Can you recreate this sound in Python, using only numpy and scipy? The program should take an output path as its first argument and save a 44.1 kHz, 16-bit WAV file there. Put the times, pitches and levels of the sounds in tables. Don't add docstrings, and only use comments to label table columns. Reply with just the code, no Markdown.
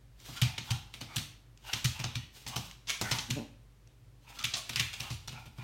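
import sys
import numpy as np
from scipy import signal
from scipy.fft import rfft, irfft, next_fast_len
from scipy.io import wavfile
from scipy.ndimage import map_coordinates

SR = 44100
rng = np.random.default_rng(int(sys.argv[2]) if len(sys.argv) > 2 else 0)


def log_audio(samples):
    frames = np.atleast_2d(samples).T
    limited = np.clip(frames, -1, 1)
    pcm = np.round(limited * 32767).astype(np.int16)
    wavfile.write(sys.argv[1], SR, pcm)


N = 248679
TIME = np.arange(N) / SR

# first touch t/s, roll from first claw to the rest t/s,
# claw level/dB, tick f/Hz, sharp edge re claw level/dB, thump level/dB, board knock level/dB
FOOTFALLS = [(.284, 0.0056, -46, 3220, -26, -41.5, -54.5), (0.4161, 0.0045, -8.5, 3120, -14, -18.5, -48.5),
             (0.5792, 0.00073, -17, 3130, -23, -38.5, -52),
             (0.7047, 0.0025, -15.5, 4670, -10.5, -24, -53.5), (.939, 0.0015, -25.5, 3040, -12.5, -59, -60),
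             (1.009, 0.0044, -22.5, 4000, -12.5, -41.5, -51),
             (1.161, 0.005, -13.5, 4300, -7.5, -31.5, -50.5), (1.181, 0.00055, -19, 3930, -50, -37, -76),
             (1.7315, 0.0028, -10.5, 3270, -17, -38, -51), (1.844, 0.0031, -11, 4600, -9, -23, -50.5),
             (1.993, 0.0077, -21, 2300, -14.5, -33.5, -53.5), (2.039, 0.0032, -15.5, 3430, -20, -30, -46),
             (2.1531, 0.0031, -17.5, 2830, -17.5, -30.5, -56.5), (2.465, 0.0004, -24, 2010, -21, -43, -52),
             (2.56, 0.0045, -15.5, 5130, -10.5, -33.5, -43.5), (2.872, 0.0096, -23.5, 3970, -39, -75, -62),
             (3.013, .0005, -15, 7400, -8.5, -34, -39.5), (3.1127, 0.0031, -9, 4200, -16, -31.5, -42.5),
             (3.1854, 0.0013, -15.5, 5650, -38, -48, -51.5), (3.3027, 0.003, -17, 3660, -9, -29, -55.5),
             (4.388, 0.0036, -22, 3620, -15, -54, -64), (4.439, 0.0042, -10.5, 2750, -14.5, -38.5, -58),
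             (4.537, 0.0025, -12.5, 4130, -40, -52, -56.5), (4.6931, 0.00045, -18, 3370, -11.5, -42, -53.5),
             (4.759, 0.00034, -10.5, 2250, -15.5, -36.5, -75),
             (4.796, 0.0011, -7.5, 2400, -14.5, -31, -52.5),
             (5.0, 0.0043, -17.5, 3020, -13.5, -40.5, -55.5), (5.102, 0.0026, -24.5, 3390, -21, -31.5, -55),
             (5.276, 0.0055, -21.5, 4450, -14, -42, -56), (5.322, 0.0069, -32, 2200, -12, -42.5, -58.5),
             (5.457, 0.0059, -37, 3090, -9.5, -44, -63.5), (5.579, 0.0059, -40.5, 2200, -16, -38, -60)]
# f/Hz, level/dB
TICK_SPECTRUM = [(500, -28.5), (900, -13.5), (1500, -8.5), (2100, -4), (2600, -0.5), (3200, -1),
                 (4000, -1.5), (5000, -4), (6200, -1), (8000, -11), (15000, -35.5)]
# f/Hz, level/dB
KNOCK_SPECTRUM = [(150, 11), (450, -0.5), (800, 5.5), (1400, -3), (2500, -41), (8000, -100)]


def amp(db):
    return 10 ** (np.asarray(db) / 20)


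def unit(x):
    return x / np.sqrt(np.mean(x ** 2) + 1e-20)


def along(points, hz):
    f, values = np.transpose(points)
    return np.interp(np.log(hz + 1), np.log(f + 1), values)


def hump(t, middle, half):
    return np.exp(-.5 * ((t - middle) / half) ** 2)


def bell(hz, centre, octaves):
    return hump(np.log2((hz + 1) / centre), 0, octaves)


def wobble(rate):
    return map_coordinates(rng.standard_normal(int(N * rate / SR) + 4), [TIME * rate])


def ripple(hz, depth_db=2, spacing_hz=170):
    return depth_db * map_coordinates(rng.standard_normal(len(hz)), [hz / spacing_hz])


def filtered(x, response):
    size = next_fast_len(N + SR // 2)
    return irfft(rfft(x, size) * response(np.fft.rfftfreq(size, 1 / SR)), size)[:N]


def noise(spectrum):
    return unit(filtered(rng.standard_normal(N), lambda hz: amp(along(spectrum, hz))))


def impulse(spectrum, size=1024):
    cepstrum = irfft(np.log(amp(along(spectrum, np.fft.rfftfreq(size, 1 / SR)))))
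    cepstrum[1:size // 2] *= 2
    cepstrum[size // 2 + 1:] = 0
    return irfft(np.exp(rfft(cepstrum)))


def driven(force, response):
    return unit(signal.fftconvolve(force, response)[:len(force)])


def add(track, s, sound):
    i = max(round(s * SR), 0)
    track[i:i + len(sound)] += sound[:N - i]


def room_tone(air_db=-60, waver_db=1):
    # f/Hz, rms level/dB
    partials = [(49.5, -60), (120, -66.5)]
    # f/Hz, relative level/dB
    air_spectrum = [(25, -25), (42, -9.5), (56, -4.5), (87, -38), (102, -4), (123, -7), (166, -19.5),
                    (263, -25.5), (293, -19), (317, -24.5), (734, -33), (3520, -39.5), (16000, -50)]
    hum = sum(amp(db + waver_db * wobble(2.94)) * np.sqrt(2) * np.sin(2 * np.pi * hz * TIME)
              for hz, db in partials)
    return hum + amp(air_db) * noise(air_spectrum)


def hallway(x, gap_s=0.00059, build_s=0.0067, positions=4):
    # f/Hz, t60/s
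    decay_times = [(100, 0.94), (300, 0.23), (800, 0.53), (2500, 0.49), (6000, 0.4), (14000, 0.39)]
    out = np.zeros(N)
    for k in range(positions):
        hz, t, bands = signal.stft(rng.standard_normal(SR * 2 // 3), SR, nperseg=256)
        decay = amp(-60 * t / along(decay_times, hz)[:, None])
        tail = signal.istft(bands * decay, SR, nperseg=256)[1]
        tail *= 1 - np.exp(-np.maximum(TIME[:len(tail)] - gap_s, 0) / build_s)
        tail /= np.linalg.norm(tail)
        share = 1 - np.abs(TIME / TIME[-1] * (positions - 1) - k)
        here = share > 0
        add(out, TIME[here][0], signal.fftconvolve(x[here] * np.sqrt(share[here]), tail))
    return out


def rustle(fur_db=-3, flutter_db=3, half_s=0.05, swing_db=-42, lead_s=0.0027, swing_top_hz=7000):
    # middle t/s, relative level/dB
    brushes = [(.255, -57), (0.31, -53), (.69, -53.5), (1.724, -46.5), (1.97, -53), (2.39, -55),
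               (2.64, -51.5), (4.322, -55), (5.02, -51.5), (5.4, -59.5), (5.62, -60)]
    # f/Hz, level/dB
    fur_spectrum = [(700, -4), (1800, -4), (3300, 2.5), (6000, -2.5), (9000, -7.5), (10500, -12),
                    (13000, -7.5), (16000, -12.5)]
    strokes = sum(amp(db) * hump(TIME, s, half_s) for s, db in brushes)
    swings = sum(amp(db + swing_db) * hump(TIME, s - lead_s, half_s) for s, _, db, *_ in FOOTFALLS)
    swish = filtered(noise(fur_spectrum), lambda hz: 1 / np.hypot(1, hz / swing_top_hz))
    return amp(fur_db + flutter_db * wobble(50)) * (strokes * noise(fur_spectrum) + swings * swish)


def huffs(nose_width_hz=170, snout_width_hz=150, mouth_width_hz=360, leak_db=-14, flutter_db=3,
          low_hz=550, high_hz=4600, glide_per_s=0.511, half_s=0.027):
    # middle t/s, level/dB, nose f/Hz, nose re mouth level/dB,
    # snout f/Hz, snout re mouth level/dB, mouth f/Hz
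    breaths = [(0.384, -50.5, 1110, 6, 1440, 8, 3000), (.485, -51, 785, 12, 1390, -17, 3300),
               (0.712, -46.5, 870, 4, 1450, -3, 3220), (1.128, -50, 824, 7, 1236, 6, 2250),
               (1.691, -46.5, 840, 1, 1500, -3, 2820), (1.985, -47, 890, 4, 1250, -18, 2700),
               (2.535, -46.5, 810, 6, 1100, 4, 2980), (3.068, -38.5, 810, 0.5, 1480, 1, 1970),
               (3.16, -47.5, 905, 7, 1420, -3, 1970), (4.301, -54, 864, 7.5, 1350, -6, 2500),
               (4.413, -48.5, 800, -10, 1340, 12, 3300), (4.57, -49, 704, 7, 1130, -1, 3630),
               (5.055, -46, 860, 4.5, 1240, -1, 2880), (5.371, -49.5, 840, 10, 1370, 5, 2410),
               (5.625, -52, 900, 8.5, 1430, -5, 2400)]
    out, t = np.zeros(N), np.arange(-SR // 6, SR // 6) / SR
    f = np.fft.rfftfreq(len(t), 1 / SR)
    jet = f ** 2 / (f ** 2 + low_hz ** 2) / (1 + (f / high_hz) ** 4)
    air = amp(flutter_db * wobble(120)) * rng.standard_normal(N)
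    for s, db, nose, nose_db, snout, snout_db, mouth in breaths:
        cavities = [(nose, nose_width_hz, nose_db), (snout, snout_width_hz, snout_db),
                    (mouth, mouth_width_hz, 0)]
        tract = sum(amp(peak) / (1 + (2 * (f - hz) / width) ** 2) for hz, width, peak in cavities)
        puff = np.roll(air, -round(s * SR))[:len(t)]
        blown = irfft(rfft(puff) * jet * (tract + amp(leak_db)), len(t))
        warped_time = t + glide_per_s * rng.standard_normal() * t ** 2
        gliding = map_coordinates(blown, [(warped_time - t[0]) * SR])
        add(out, s + t[0], amp(db) * hump(t, 0, half_s) * unit(gliding))
    return out


def throat(pulses, top_hz):
    # f/Hz, bandwidth/Hz, level/dB
    formants = [(213, 170, 15), (328, 74, 8), (450, 47, -7), (610, 18, 11.5), (730, 75, -5)]

    def response(f):
        modes = sum((-1) ** k * amp(db) * 1j * f * width / (hz * hz - f * f + 1j * f * width)
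                    for k, (hz, width, db) in enumerate(formants))
        return modes / (1 + (f / top_hz) ** 4)
    return filtered(pulses, response)


def grunt(closed_hz=370, open_hz=900, mouth_opens_s=3.361, jitter=0.06):
    # t/s, pitch f/Hz, level/dB
    contour = [(3.279, 124.8, -56), (3.3, 110.5, -38.5), (3.355, 141.2, -48), (3.371, 152.4, -36),
               (3.398, 110.4, -39), (3.432, 116.4, -44.5), (3.465, 108, -66)]
    times, pitches, levels = np.transpose(contour)
    pitch = np.interp(TIME, times, pitches) * np.exp(jitter * wobble(130))
    pulses = np.diff(np.floor(np.cumsum(pitch) / SR), prepend=0)
    voiced = (TIME > times[0]) & (TIME < times[-1])
    force = pulses * voiced * amp(np.interp(TIME, times, levels) + wobble(130))
    opened = TIME > mouth_opens_s
    voice = throat(force * ~opened, closed_hz) + throat(force * opened, open_hz)
    return voice / np.std(throat(pulses, open_hz))


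def paws(lag_s=0.00396, rise_s=0.0057, boom_db=0.5, scatter_db=1, detuning=0.02, slap_db=1, slap_t60=0.15,
         usual_db=-44, lightest_db=-10, middle_hz=135, upper_db=1, upper_per_db=0.68,
         near_s=5.25, near_half_s=0.7, near_db=9, deep_hz=80):
    # f/Hz, relative level/dB, t60/s
    floor_modes = [(59.6, -12.5, 0.1), (80.3, -16.5, 0.35), (98, -20, 0.34), (119.8, 1.5, 0.15),
                   (142.5, -13.5, 0.27), (176.7, -4, 0.082), (216.6, -12, 0.2), (248.3, -15, 0.2),
                   (324, -30, 0.44)]
    # f/Hz, level/dB
    slap_spectrum = [(60, -13), (180, 0), (245, 6), (330, 3.5), (480, -8), (700, -14.5), (1500, -24),
                     (5000, -71)]
    out, t = np.zeros(N), np.arange(SR // 3) / SR
    hz, db, t60 = np.transpose(floor_modes)[:, :, None]
    press, fade = 1 - np.exp(-(t / rise_s) ** 2), amp(-60 * t / t60)
    pad = impulse(slap_spectrum)
    upper_share = np.clip(2 * np.log2(hz / middle_hz), 0, 1)
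    for s, *_, thump_db, knock_db in FOOTFALLS:
        scatter, detune = rng.standard_normal((2, len(floor_modes), 1))
        tilt_db = (upper_db - upper_per_db * max(thump_db - usual_db, lightest_db)) * upper_share
        deep_db = near_db * hump(s, near_s, near_half_s) * bell(hz, deep_hz, octaves=0.35)
        spot_hz = hz * (1 + detuning * detune)
        weights = amp(db + scatter_db * scatter + tilt_db + deep_db)
        boom = press * np.sum(weights * fade * np.sin(2 * np.pi * spot_hz * t), axis=0)
        boom *= amp(thump_db + boom_db) / np.abs(boom).max()
        slap = press * driven(rng.standard_normal(len(t)), pad)
        slap *= amp(min(knock_db + slap_db, thump_db) - 60 * t / slap_t60)
        add(out, s + lag_s, boom + slap)
    return out


def skids(width_octaves=0.84, grain_db=3, skirt=0.069, board_db=-19):
    # middle t/s, half length t/s, level/dB, centre f/Hz
    slides = [(0.373, 0.01, -44, 3240), (2.486, 0.0085, -39.5, 4400), (2.901, 0.01, -31.5, 3130),
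              (3.135, 0.068, -49, 5770), (4.574, 0.016, -41, 4200), (4.735, 0.0036, -39, 2580),
              (4.941, 0.0087, -41, 2920), (5.124, 0.018, -47.5, 4200)]
    out, t = np.zeros(N), np.arange(-SR // 4, SR // 4) / SR
    hz = np.fft.rfftfreq(len(t), 1 / SR)
    body = skirt + amp(board_db + along(KNOCK_SPECTRUM, hz))
    grit = amp(grain_db * wobble(700)) * rng.standard_normal(N)
    for s, half, db, centre in slides:
        slips = np.roll(grit, -round(s * SR))[:len(t)]
        colour = (bell(hz, centre, width_octaves) + body) * amp(ripple(hz))
        rasp = unit(irfft(rfft(slips) * colour, len(t)))
        add(out, s + t[0], amp(db) * hump(t, 0, half) * rasp)
    return out


def taps(t60=0.012, level_db=-22.0):
    # t/s, relative level/dB
    contacts = [(.201, -44), (0.716, -22.5), (1.575, -46), (1.7446, -28), (1.857, -17.5), (2.0515, -32),
                (2.712, -34), (3.125, -29), (3.3095, -19.5), (3.874, -49.5), (4.412, -31.5), (4.428, -31),
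                (4.453, -19), (4.553, -24.5)]
    out, t = np.zeros(N), np.arange(SR // 20) / SR
    hz = np.fft.rfftfreq(len(t), 1 / SR)
    for s, db in contacts:
        tick = impulse(np.transpose([hz, along(TICK_SPECTRUM, hz) + ripple(hz)]))
        force = amp(-60 * t / t60) * rng.standard_normal(len(t))
        add(out, s, amp(db + level_db) * driven(force, tick))
    return out


def claws(graze_db=-8, graze_t60=0.089, crack_db=4, crack_t60=0.0012, snap_t60=0.0035, strike_db=10,
          scratch_db=-5.5, scratch_t60=0.061, scratch_rise_s=0.0011, scratch_edge_db=-3, grain_db=7,
          tick_db=-24.0, focus_db=5, edge_db=-19):
    # f/Hz, level/dB
    edge_spectrum = [(3000, -6), (6500, 12.5), (8500, 10), (10500, 2.5), (12000, 4.5), (16000, -5)]
    out, t = np.zeros(N), np.arange(SR // 20) / SR
    hz, millisecond = np.fft.rfftfreq(len(t), 1 / SR), (t * 1000).astype(int)
    knock, edge = impulse(KNOCK_SPECTRUM), impulse(edge_spectrum)
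    for s, roll, db, pitch, sharp_db, _, knock_db in FOOTFALLS:
        landed, after = t >= roll, np.maximum(t - roll, 0)
        catches = unit(amp(grain_db * np.clip(rng.standard_normal(len(t)), -2, 2)[millisecond]))
        scratch = amp(scratch_db - 60 * after / scratch_t60) * catches
        scratch *= 1 - np.exp(-after / scratch_rise_s)
        graze = amp(graze_db - 60 * t / graze_t60)
        snap = landed * amp(-60 * after / snap_t60)
        grit = rng.standard_normal(len(t))
        strikes = amp(strike_db) * ((t == 0) / 2 + np.diff(landed, prepend=False))
        contact = graze + snap + scratch
        tips = amp(crack_db - 60 * t / crack_t60) + graze + snap + amp(scratch_edge_db) * scratch
        colour_db = along(TICK_SPECTRUM, hz) + focus_db * bell(hz, pitch, octaves=0.6) + ripple(hz)
        tick = impulse(np.transpose([hz, colour_db]))
        add(out, s, amp(db + tick_db) * driven(contact * grit + strikes, tick))
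        add(out, s, amp(db + sharp_db + edge_db) * driven(tips * grit + strikes, edge))
        add(out, s, amp(knock_db) * driven(contact * grit + strikes, knock))
    return out


def scene(claw_wet_db=-5.5, soft_wet_db=-3, low_wet_db=-8, walls=3, scatter_hz=200):
    soft, low = skids() + huffs() + rustle(), paws() + grunt()
    clatter = sum(hallway(claws() + taps()) for _ in range(walls)) / np.sqrt(walls)
    upper = filtered(low, lambda hz: 1 - 1 / (1 + (hz / scatter_hz) ** 6))
    echo = amp(claw_wet_db) * clatter + hallway(amp(soft_wet_db) * soft + amp(low_wet_db) * upper)
    return (claws() + taps() + soft + low + echo + room_tone())[None]


def record(dry, low_cut_hz=38, top_hz=16000):
    return filtered(dry[0], lambda hz: (hz < top_hz) * (1 - 1 / (1 + (hz / low_cut_hz) ** 6)))[None]


dry = scene()
out = record(dry)
log_audio(out)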